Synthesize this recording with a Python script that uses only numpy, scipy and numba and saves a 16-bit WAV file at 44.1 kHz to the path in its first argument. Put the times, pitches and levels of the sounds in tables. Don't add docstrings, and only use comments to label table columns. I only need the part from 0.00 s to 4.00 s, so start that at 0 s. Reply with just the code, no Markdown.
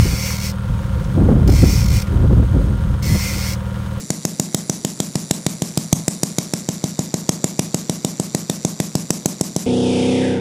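import sys
import numpy as np
from scipy import signal
from scipy.fft import rfft, irfft
from scipy.io import wavfile
from scipy.ndimage import uniform_filter1d
from numba import njit

SR = 44100
rng = np.random.default_rng(int(sys.argv[2]) if len(sys.argv) > 2 else 0)


def to_wav(s):
    ch = np.atleast_2d(s).T
    pcm = np.round(np.clip(ch, -1, 1) * 32767)
    wavfile.write(sys.argv[1], SR, pcm.astype(np.int16))


N = 176400

# frequency in Hz, relative level in dB.
WASH_TONE = [(180, -30), (300, 1), (337, 3), (431, -3), (453, -5), (535, -0.5), (590, -8.5), (821, -9.5),
             (907, -7.5), (1110, -4), (1350, -2), (1490, -6), (2100, -11.5), (15500, -27.5)]
# time in seconds, firings per second.
ENGINE_SPEED = [(0, 39), (.5, 39), (.85, 38.6), (1.3, 39), (1.9, 39.3), (2.4, 39.05), (4, 39.15)]
# multiple of the firing rate, level in dB.
EXHAUST_TONES = [(1, -45), (1.5, -79), (2, -27.5), (3, -27), (4, -38), (4.5, -38), (5, -29.5), (6, -48.5),
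                 (7, -49.5), (8, -52.5)]
# multiple of the firing rate, level in dB.
ENGINE_GEAR_TONES = [(24, -47.5), (25, -56), (35, -58), (36, -48.5)]
# pitch in Hz, width in Hz, relative level in dB.
COVER_RINGS = [(783, 130, -4.5), (940, 140, -10), (1027, 380, -1.5), (1130, 340, -10), (1346, 31, -2.5),
               (3150, 340, -6)]
# time in seconds, relative rumble and buffeting levels in dB.
GUSTS = [(0, -8.5, -46), (.06, -18, -21), (.1, -17.5, -59), (.13, -16.5, -26), (.18, -31.5, -52),
         (.66, -30, -65), (.71, -14.5, -37), (.78, -26, -50), (.93, -21, -40), (1.13, -20, -38),
         (1.18, -13.5, -17), (1.32, -13.5, -19), (1.43, -14.5, -23), (1.5, -9, -21), (1.59, -14, -30),
         (1.64, -6.5, -19.5), (1.69, -14, -26), (1.82, -14.5, -37.5), (1.92, -14.5, -31),
         (1.97, -12.5, -37), (2.01, -28.5, -62), (2.09, -24, -33.5), (2.16, -13.5, -24), (2.33, -12, -21.5),
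         (2.41, -10, -28), (2.49, -20.5, -40), (2.57, -10, -18.5), (2.63, -17.5, -29.5), (2.74, -17.5, -30),
         (2.82, -20.5, -44), (2.94, -16.5, -35), (2.98, -28.5, -44), (3.09, -18.5, -31.5),
         (3.13, -14, -24.5), (3.16, -19, -23.5), (3.21, -26, -53), (3.36, -27, -33.5), (3.45, -30, -59),
         (4, -32.5, -55)]
# frequency in Hz, relative level in dB.
RUMBLE_TONE = [(15, -20), (30, -10), (52, 7.5), (85, 4), (150, -0.5), (220, -14.5), (400, -58),
               (3000, -110)]
BUFFET_TONE = [(80, -85), (160, -3), (240, -2), (350, -9.5), (500, -15.5), (750, -26.5), (1300, -35.5),
               (3000, -64), (10000, -90)]
# start in seconds, boost over the gust in dB.
WIND_THUMPS = [(1.174, 6), (1.262, 3), (1.285, 10), (1.316, 10), (1.49, 8), (1.629, 11.5), (2.329, 10.5),
               (2.395, 11), (2.425, 12.5), (2.557, 0.5), (3.146, 6)]
# start in seconds, level in dB, pitch in Hz.
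DECK_KNOCKS = [(.305, -30, 1130), (1.043, -42.5, 6000), (1.088, -53, 5000), (2.07, -32, 1670),
               (3.742, -38.5, 1600)]
# time in seconds, effort in dB.
DRIVE_BURSTS = [
    [(0, -28.5), (.16, -29.5), (.27, -26), (.33, -28.5), (.385, -33.5), (.455, -28), (.51, -33)],
    [(1.475, -33), (1.5, -35), (1.56, -29.5), (1.65, -29.5), (1.71, -26.5), (1.8, -29.5), (1.875, -34.5),
     (1.965, -28.5), (2.033, -35.5)],
    [(3.024, -32.5), (3.09, -28.5), (3.17, -28.5), (3.255, -26), (3.37, -30.5), (3.49, -28), (3.541, -32)],
]
# frequency in Hz, relative level in dB.
HOUSING_LOW_TONE = [(300, -7), (1000, -2), (1750, -54)]
HOUSING_HIGH_TONE = [(1650, -39), (2800, -4.5), (3980, -4), (4330, -1.5), (4930, -1.5), (5330, -1.5),
                     (6520, -1.5), (9120, -4.5), (10800, -8.5), (12500, -10), (14500, -2.5), (15500, -11.5)]
# resting pitch in Hz, width in Hz, relative level in dB.
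HOUSING_RINGS = [(2120, 55, 3), (2255, 70, 4), (2430, 80, 1), (4460, 90, -2), (4860, 100, -4),
                 (5450, 60, 5), (5680, 100, -2), (6130, 90, 1)]
# time in seconds, rough pitch of the strongest one in Hz.
RING_SLIDE = [(0, 5390), (.16, 5510), (.27, 5430), (.5, 5420), (1.5, 5300), (1.75, 5446), (2.03, 5460),
              (3.03, 5380), (3.12, 5200), (3.28, 5360), (3.42, 5350), (3.54, 5190)]
# delay in seconds, gain.
FITTING_ECHOES = [(.0019, 0.24), (.0037, 0.24), (.0066, 0.34)]


def undb(db):
    return 10 ** (np.asarray(db) / 20)


def unit(x):
    return x / np.sqrt(np.mean(x ** 2) + 1e-18)


def noise():
    return rng.standard_normal(N)


def curve(rows, column=1):
    rows = np.array(rows)
    return np.interp(np.arange(N) / SR, rows[:, 0], rows[:, column])


def colour(x, tone):
    hz, db = np.array(tone).T
    freqs = np.fft.rfftfreq(N, 1 / SR)
    return irfft(rfft(x) * undb(np.interp(np.log(freqs + 1), np.log(hz), db)), N)


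def ring(x, rings):
    return sum(undb(db) * signal.lfilter(*signal.iirpeak(hz, hz / width, SR), x)
               for hz, width, db in rings)


@njit
def sliding_ring(x, hz, width):
    y, band_state, low_state = np.empty(len(x)), 0., 0.
    for i in range(len(x)):
        tuning, damping = np.tan(np.pi * hz[i] / SR), width / hz[i]
        band = (band_state + tuning * (x[i] - low_state)) / (1 + tuning * (tuning + damping))
        band_state = 2 * band - band_state
        low_state += 2 * tuning * band
        y[i] = damping * band
    return y


def wander(per_second):
    step = int(SR / per_second)
    return unit(uniform_filter1d(np.repeat(rng.standard_normal(N // step + 1), step), step)[:N])


def steady(x, seconds):
    return x / np.sqrt(np.abs(uniform_filter1d(x ** 2, int(seconds * SR))) + 1e-12)


def clicks(turns, spread_db, variation, count):
    places = rng.random(count)
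    pattern = undb(spread_db * rng.standard_normal(count)) * rng.choice([-1, 1], count)
    marks = np.arange(np.ceil(turns[0]) - 1, turns[-1])[:, None] + places
    sizes = pattern * (1 + variation * rng.standard_normal(marks.shape))
    inside = (marks > turns[0]) & (marks < turns[-1])
    at = np.interp(marks[inside], turns, np.arange(N))
    nearby = np.floor(at)[:, None] + np.arange(-3, 5)
    pulses = sizes[inside][:, None] * np.sinc(nearby - at[:, None])
    return np.bincount(nearby.astype(int).ravel() % N, pulses.ravel(), N)


def water():
    wash = unit(colour(noise(), WASH_TONE)) * undb(0.8 * wander(40) + 0.5 * wander(4.5))
    drop_starts = rng.random(N) < 400 / SR
    drops = drop_starts * undb(9.1 * rng.random(N)) * rng.choice([-1, 1], N)
    spray = unit(ring(drops, [(2960, 750, 0), (6550, 140, 2), (8500, 940, -0.5)]))
    return undb(-41) * wash + undb(-54.5) * spray


def outboard():
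    drone_hz, drone_width_hz = 517.7, 68
    firings = np.cumsum(curve(ENGINE_SPEED) * (1 + 0.001995 * wander(12))) / SR
    firings -= np.interp(3.568, np.arange(N) / SR, firings)
    angle = 2 * np.pi * firings
    exhaust = -sum(undb(db + 0.5 * wander(7)) * np.sqrt(2) * np.sin(multiple * angle)
                   for multiple, db in EXHAUST_TONES)
    swell = unit(1 + 0.73 * np.cos(angle / 2 - 1.2))
    drone = undb(-44) * np.sqrt(2) * np.sin(14 * angle + 0.55 * wander(14))
    rasp = ring(clicks(firings / 2, 0.68, 0.53, count=60), [(drone_hz, drone_width_hz, 0)])
    rasp = undb(-42) * unit(ring(rasp, [(drone_hz, 2 * drone_width_hz, 0)]))
    valves = clicks(firings / 2, spread_db=1.5, variation=0.37, count=24)
    clatter = undb(-42) * unit(ring(ring(valves, COVER_RINGS), [(1050, 1550, 0)]))
    whine = sum(undb(db + 1.4 * wander(10)) * np.sqrt(2) * np.sin(multiple * angle + 0.75 * wander(12))
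                for multiple, db in ENGINE_GEAR_TONES)
    return exhaust + whine + swell * (drone + rasp) + clatter


def wind():
    t = np.arange(N) / SR
    swirl_limit, thump_s = 3.0, 0.018
    rumble = steady(colour(noise(), RUMBLE_TONE), 0.0345) * undb(curve(GUSTS, column=1) + 1.5)
    swirls = steady(colour(noise(), BUFFET_TONE), 0.0145)
    swirls = steady(swirls * undb(4 * wander(48)), 0.07)
    swirls = swirl_limit * np.tanh(swirls / swirl_limit)
    thump_db = sum(db * (t >= at) * np.exp(-((t - at) / thump_s) ** 2) for at, db in WIND_THUMPS)
    buffet_db = curve(GUSTS, column=2) + 2.5 + uniform_filter1d(thump_db, size=130)
    return rumble + swirls * undb(buffet_db)


def knocks():
    t = np.arange(N) / SR
    sound, fade_s = np.zeros(N), 0.015
    for at, db, hz in DECK_KNOCKS:
        fade = (t >= at) * np.exp(-np.abs(t - at) / fade_s)
        sound += undb(db) * unit(ring(noise(), [(hz, hz * 0.28, 0)])) * fade
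    return sound


def add_echoes(x):
    n, sway_s = np.arange(N), 0.00012
    return x + sum(gain * np.interp(n - SR * (delay + sway_s * wander(5)), n, x)
                   for delay, gain in FITTING_ECHOES)


def housing(rattle, surge_db):
    rest_hz = 5450
    shift = curve(RING_SLIDE) / rest_hz * (1 + 0.0035 * surge_db)
    whine = np.zeros(N)
    for hz, width, db in HOUSING_RINGS:
        gain = undb(db + 1.5 * wander(8.95))
        pitch = hz * shift * (1 + 0.005 * wander(13))
        whine += gain * steady(sliding_ring(rattle, pitch, float(width)), 0.021)
    whirr = unit(colour(rattle, HOUSING_LOW_TONE + HOUSING_HIGH_TONE))
    return whirr + undb(-1 + 0.35 * surge_db) * unit(whine)


def drive():
    t = np.arange(N) / SR
    usual_effort_db, usual_turn_hz, db_per_doubling = -28, 175, 3.0
    flutter_db, flutter_below_hz, stop_s = 6, 52, 0.008
    effort_db = curve([row for burst in DRIVE_BURSTS for row in burst])
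    surge_db = effort_db - usual_effort_db
    running = sum((t >= burst[0][0]) * np.exp(-np.maximum(t - burst[-1][0], 0) / stop_s)
                  for burst in DRIVE_BURSTS)
    turn_hz = usual_turn_hz * 2 ** (surge_db / db_per_doubling)
    turns = np.cumsum(turn_hz) / SR
    depth_db = flutter_db / (1 + (turn_hz / flutter_below_hz) ** 2)
    flutter = steady(undb(depth_db * np.cos(2 * np.pi * turns)), 0.035)
    teeth = steady(clicks(turns, spread_db=2.5, variation=0.35, count=36), 0.038)
    rubbing = undb(-2) * noise()
    whirr = steady(add_echoes(housing(teeth + rubbing, surge_db)), 0.099)
    return whirr * flutter * running * undb(effort_db + 1)


def scene():
    return (drive() + outboard() + water() + wind() + knocks())[None]


def record(dry):
    top_hz = 15750
    rounded = dry / (1 + dry ** 6) ** (1 / 6)
    return signal.sosfilt(signal.ellip(10, 0.2, 80, top_hz, fs=SR, output="sos"), rounded)


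dry = scene()
out = record(dry)
to_wav(out)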